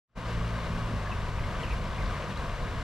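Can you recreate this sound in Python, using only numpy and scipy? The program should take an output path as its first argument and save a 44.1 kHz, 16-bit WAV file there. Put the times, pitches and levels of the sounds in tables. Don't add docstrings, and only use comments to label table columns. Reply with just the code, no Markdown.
import sys
import numpy as np
from scipy import signal
from scipy.fft import rfft, irfft, next_fast_len
from scipy.io import wavfile
from scipy.ndimage import map_coordinates

SR = 44100
rng = np.random.default_rng(int(sys.argv[2]) if len(sys.argv) > 2 else 0)


def wrap_up_sound(samples):
    columns = np.atleast_2d(samples).T
    tamed = np.clip(columns, -1, 1)
    steps = np.round(tamed * 32767).astype(np.int16)
    wavfile.write(sys.argv[1], SR, steps)


N = 124803

DECAY_60_DB = np.log(1000)


def amp(db):
    return 10 ** (np.asarray(db) / 20)


def unit(x):
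    return x / np.sqrt(np.mean(x ** 2) + 1e-20)


def along(points, hz):
    point_hz, value = np.transpose(points)
    return np.interp(np.log(hz + 1), np.log(point_hz + 1), value)


def curves(rows):
    time_s, *columns = np.transpose(rows)
    return [np.interp(np.arange(N) / SR, time_s, column) for column in columns]


def wobble(rate):
    points = rng.standard_normal(1024)
    return map_coordinates(points, [np.arange(N) * rate / SR], mode="mirror")


def filtered(x, response):
    size = next_fast_len(N + SR // 2)
    hz = np.fft.rfftfreq(size, 1 / SR)
    return irfft(rfft(x, size) * response(hz), size)[..., :N]


def spread(pair, spectrum):
    # frequency_hz, likeness (1 = the same)
    likeness = [(30, .92), (120, 0.98), (500, 0.98), (1100, 0.94), (2000, 0.97), (2700, 0.86), (4000, 0.8),
                (6000, 0.63), (9000, 0.23), (14000, 0.48)]

    def middle_and_side(hz):
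        angle = np.arccos(np.clip(along(likeness, hz), -1, .999)) / 2
        return amp(along(spectrum, hz)) * [np.cos(angle), np.sin(angle)]

    mid, side = filtered(pair, middle_and_side)
    return np.array([mid + side, mid - side]) / np.std(mid)


def add(track, s, sound):
    part = track[round(s * SR):][:len(sound)]
    part += sound[:len(part)]


def bubbles(per_s, cycles, count=9000, size=400):
    rise, spread_db = 0.14, 3
    draws = rng.random((count, 3))[:int(per_s * N / SR)]
    when, pitch, strength = draws.T[:, :, None]
    hz = 500 + 12000 * pitch ** 2
    t = np.arange(size) / SR
    age = t * hz / cycles
    gain = amp(-spread_db * np.log(np.maximum(strength, .004))) * hz ** .75
    phase = 2 * np.pi * hz * t * (1 + rise * np.minimum(age, 1))
    tones = gain * np.exp(-DECAY_60_DB * age) * np.sin(phase)
    places = (when * N).astype(int) + np.arange(size)
    return np.bincount(places.ravel(), tones.ravel(), N)[:N]


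def river():
    # frequency_hz, relative level_db per Hz
    water_colour = [(120, -10.5), (200, -8), (350, -10), (430, -8), (490, -6), (710, -8), (818, -14.5),
                    (929, -6.5), (1070, -4.5), (1260, -7), (1380, -13), (1540, -9), (1800, -14),
                    (2300, -15), (2650, -19.5), (2840, -16), (3020, -20), (4010, -22.5), (4700, -26),
                    (6300, -29.5), (6600, -33), (7600, -32), (8100, -35.5), (9800, -38), (11000, -43),
                    (12600, -42.5), (13200, -52), (15000, -59)]
    # time_s, swell_db
    swell_points = [(.3, 1.5), (.6, -0.77), (.92, 1.05), (1.02, 0), (1.35, -0.15), (1.6, 0), (2.05, -0.2),
                    (2.25, 0.1), (2.5, -0.5), (2.83, -0.3)]
    rush_db, fizz_db, gurgle_db = -39.5, -48.5, -51.5
    surge_db, flutter_db = 0.7, 0.5

    rush = spread(rng.standard_normal((2, N)), water_colour)
    swell_db, = curves(swell_points)
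    flow = amp(swell_db + surge_db * wobble(4.32) + flutter_db * wobble(28.1))
    fizz_pair = np.array([bubbles(per_s=1500, cycles=13) for _ in range(2)])
    fizz = spread(fizz_pair, water_colour)
    gurgle_pair = np.array([bubbles(per_s=380, cycles=22.6, size=1600) for _ in range(2)])
    gurgle = spread(gurgle_pair, water_colour)
    return flow * (amp(rush_db) * rush + amp(fizz_db) * fizz + amp(gurgle_db) * gurgle)


def rumble():
    # frequency_hz, relative level_db per Hz
    low_colour = [(10, -25), (24, -2.5), (42, -1), (68, -2), (84, -9), (115, -10), (150, -11.5), (210, -15),
                  (260, -22.5), (400, -36), (900, -66)]
    # time_s, level_db
    level_points = [(.2, -33.5), (.3, -42), (.4, -33), (.46, -40), (.62, -37.5), (.76, -33), (.84, -36),
                    (.95, -34.5), (1.04, -41), (1.12, -35), (1.28, -36.5), (1.42, -32), (1.54, -36),
                    (1.65, -32.5), (1.94, -35), (2.03, -31.5), (2.13, -36), (2.36, -37), (2.43, -33),
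                    (2.55, -38), (2.65, -33.5), (2.72, -35)]
    level_db, = curves(level_points)
    return amp(level_db) * spread(rng.standard_normal((2, N)), low_colour)


def engine(jitter=0.0082, waver_db=1.84):
    # time_s, firing_rate_hz, level_db, brightness_db per multiple
    running = [(.17, 57.63, -38.5, 0.5), (.45, 56.64, -35, -2), (.65, 57, -37, 1), (.93, 55.15, -36, -0.5),
               (1.03, 50.1, -38.5, -1), (1.25, 49.58, -38, -1.5), (1.6, 48.68, -42, 1.5),
               (2.05, 47.84, -40.5, 2.2), (2.35, 48.84, -42.5, 2), (2.83, 48.2, -43.5, -4.5)]
    # multiple of the firing rate, relative level_db
    multiples = [(1, -2.5), (2, -1), (3, -6), (4, -11.5)]

    hz, level_db, brightness_db = curves(running)
    phase = 2 * np.pi * np.cumsum(hz * (1 + jitter * wobble(14))) / SR
    drone = np.zeros(N)
    for multiple, db in multiples:
        tone_db = db + brightness_db * (multiple - 2) + waver_db * wobble(7.98)
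        start_phase = 2 * np.pi * rng.random()
        drone += amp(tone_db) * np.sin(round(multiple) * phase + start_phase)
    return np.sqrt(2) * amp(level_db) * drone


def ring(hz, cycles):
    attack_s, rise = 0.00066, 0.065
    t = np.arange(SR // 10) / SR
    age = t * hz / cycles
    envelope = np.exp(-DECAY_60_DB * age) * (1 - np.exp(-t / attack_s))
    return envelope * np.sin(2 * np.pi * hz * t * (1 + rise * np.minimum(age, 1)))


def sloshes(count=100):
    # start_s, length_s, bubble_pitch_hz, level_db
    slosh_list = [(.885, .08, 205, -38.5), (1.058, 0.021, 1750, -44.5), (1.925, 0.037, 3201, -53),
                  (2.045, 0.021, 4150, -54), (2.155, .035, 2520, -60), (2.195, 0.013, 618, -40.5),
                  (2.233, 0.0138, 520.5, -40), (2.31, 0.018, 3050, -50)]
    bubbles_per_s, cycles, pitch_spread = 700, 13, 0.17
    track = np.zeros(N)
    for s, length, hz, db in slosh_list:
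        burst = np.zeros(SR // 2)
        bubble_count = max(int(bubbles_per_s * length), 1)
        for when, pitch in rng.random((count, 2))[:bubble_count]:
            bubble_hz = hz * np.exp(pitch_spread * (2 * pitch - 1))
            add(burst, when * length, ring(bubble_hz, cycles))
        add(track, s, amp(db) * burst * np.sqrt(length * SR) / np.linalg.norm(burst))
    return track


def bird(rough=0.21, jitter=0.046):
    # start_s, length_s, start_pitch_hz, end_pitch_hz, level_db
    chirp_list = [(1.114, 0.016, 3030, 2360, -38.5), (1.387, .016, 2510, 1940, -40),
                  (1.433, 0.019, 2160, 2060, -43), (1.63, 0.022, 3174, 2220, -39),
                  (1.664, 0.023, 2918, 2310, -42), (1.699, 0.021, 2620, 2430, -40),
                  (1.715, 0.028, 2580, 2170, -41), (1.981, .016, 2510, 2300, -44),
                  (2.001, 0.026, 2240, 1960, -42), (2.225, 0.0167, 2760, 1900, -42.5)]
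    track = np.zeros(N)
    for s, length, start_hz, end_hz, db in chirp_list:
        progress = np.linspace(0, 1, int(length * SR))
        slide_hz = start_hz * (end_hz / start_hz) ** progress
        hz = slide_hz * (1 + jitter * wobble(560)[:len(progress)])
        envelope = np.sqrt(abs(np.sin(np.pi * progress)))
        add(track, s, amp(db) * envelope * np.sin(2 * np.pi * np.cumsum(hz) / SR))
    return track * (1 + rough * wobble(250))


def bank(x):
    t60_s, build_up_s, echo_db = 0.17, 0.0098, -8
    t = np.arange(SR // 3) / SR
    envelope = np.exp(-DECAY_60_DB * t / t60_s) * np.minimum(t / build_up_s, 1)
    tail = rng.standard_normal((2, len(t))) * envelope
    echo = signal.fftconvolve(x[None], tail / np.linalg.norm(tail[0]), axes=1)[:, :N]
    return x + amp(echo_db) * echo


def drops(splat_db=-8, splat_t60_s=.004):
    # start_s, pitch_hz, level_db
    drop_list = [(1.85, 5200, -39.5), (2.152, 1900, -42), (2.178, 1363, -33), (2.262, 2800, -36),
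                 (2.359, 3170, -32.5), (2.373, 3950, -31)]
    track, t = np.zeros(N), np.arange(SR // 10) / SR
    for s, hz, db in drop_list:
        band = signal.butter(2, [hz / np.sqrt(2), hz * np.sqrt(2)], "band", fs=SR, output="sos")
        noise = unit(signal.sosfilt(band, rng.standard_normal(len(t))))
        splat = noise * np.exp(-DECAY_60_DB * t / splat_t60_s)
        add(track, s, amp(db) * (ring(hz, cycles=32) + amp(splat_db) * splat))
    return track


def scene():
    # frequency_hz, left_minus_right_db
    side_levels = [(60, 1), (99, 0.5), (160, 0.5), (270, 1.5), (440, 0.5), (730, 3), (1210, 1.5), (1990, 4),
                   (3280, 3.5), (5400, 2.5), (8900, -3.5), (14700, 0)]
    # frequency_hz, right_lead_radians
    side_phases = [(100, 0.11), (780, 0.22), (1550, 0.28), (2330, 1), (2900, 0.58), (4700, 0.0099),
                   (6400, 0.79), (8000, 0.56), (11000, 0.087)]

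    def lean(hz):
        gain = amp(along(side_levels, hz) / 2 * [[1], [-1]])
        return gain * np.exp(1j * along(side_phases, hz) / 2 * [[-1], [1]])

    leaning = filtered(river() + rumble() + engine(), lean)
    return leaning + sloshes() + bank(bird()) + drops()


def record(dry):
    # time_s, gain_db
    fade_points = [(0, -87.5), (.08, -69.5), (.095, -47.5), (.15, -36), (.159, -15), (.175, -5), (.245, -3),
                   (.275, 0)]
    top_hz = 15150
    fade_db, = curves(fade_points)
    stop = np.minimum(np.arange(N)[::-1] / 64, 1)
    return filtered(dry * amp(fade_db) * stop, lambda hz: hz < top_hz)


dry = scene()
out = record(dry)
wrap_up_sound(out)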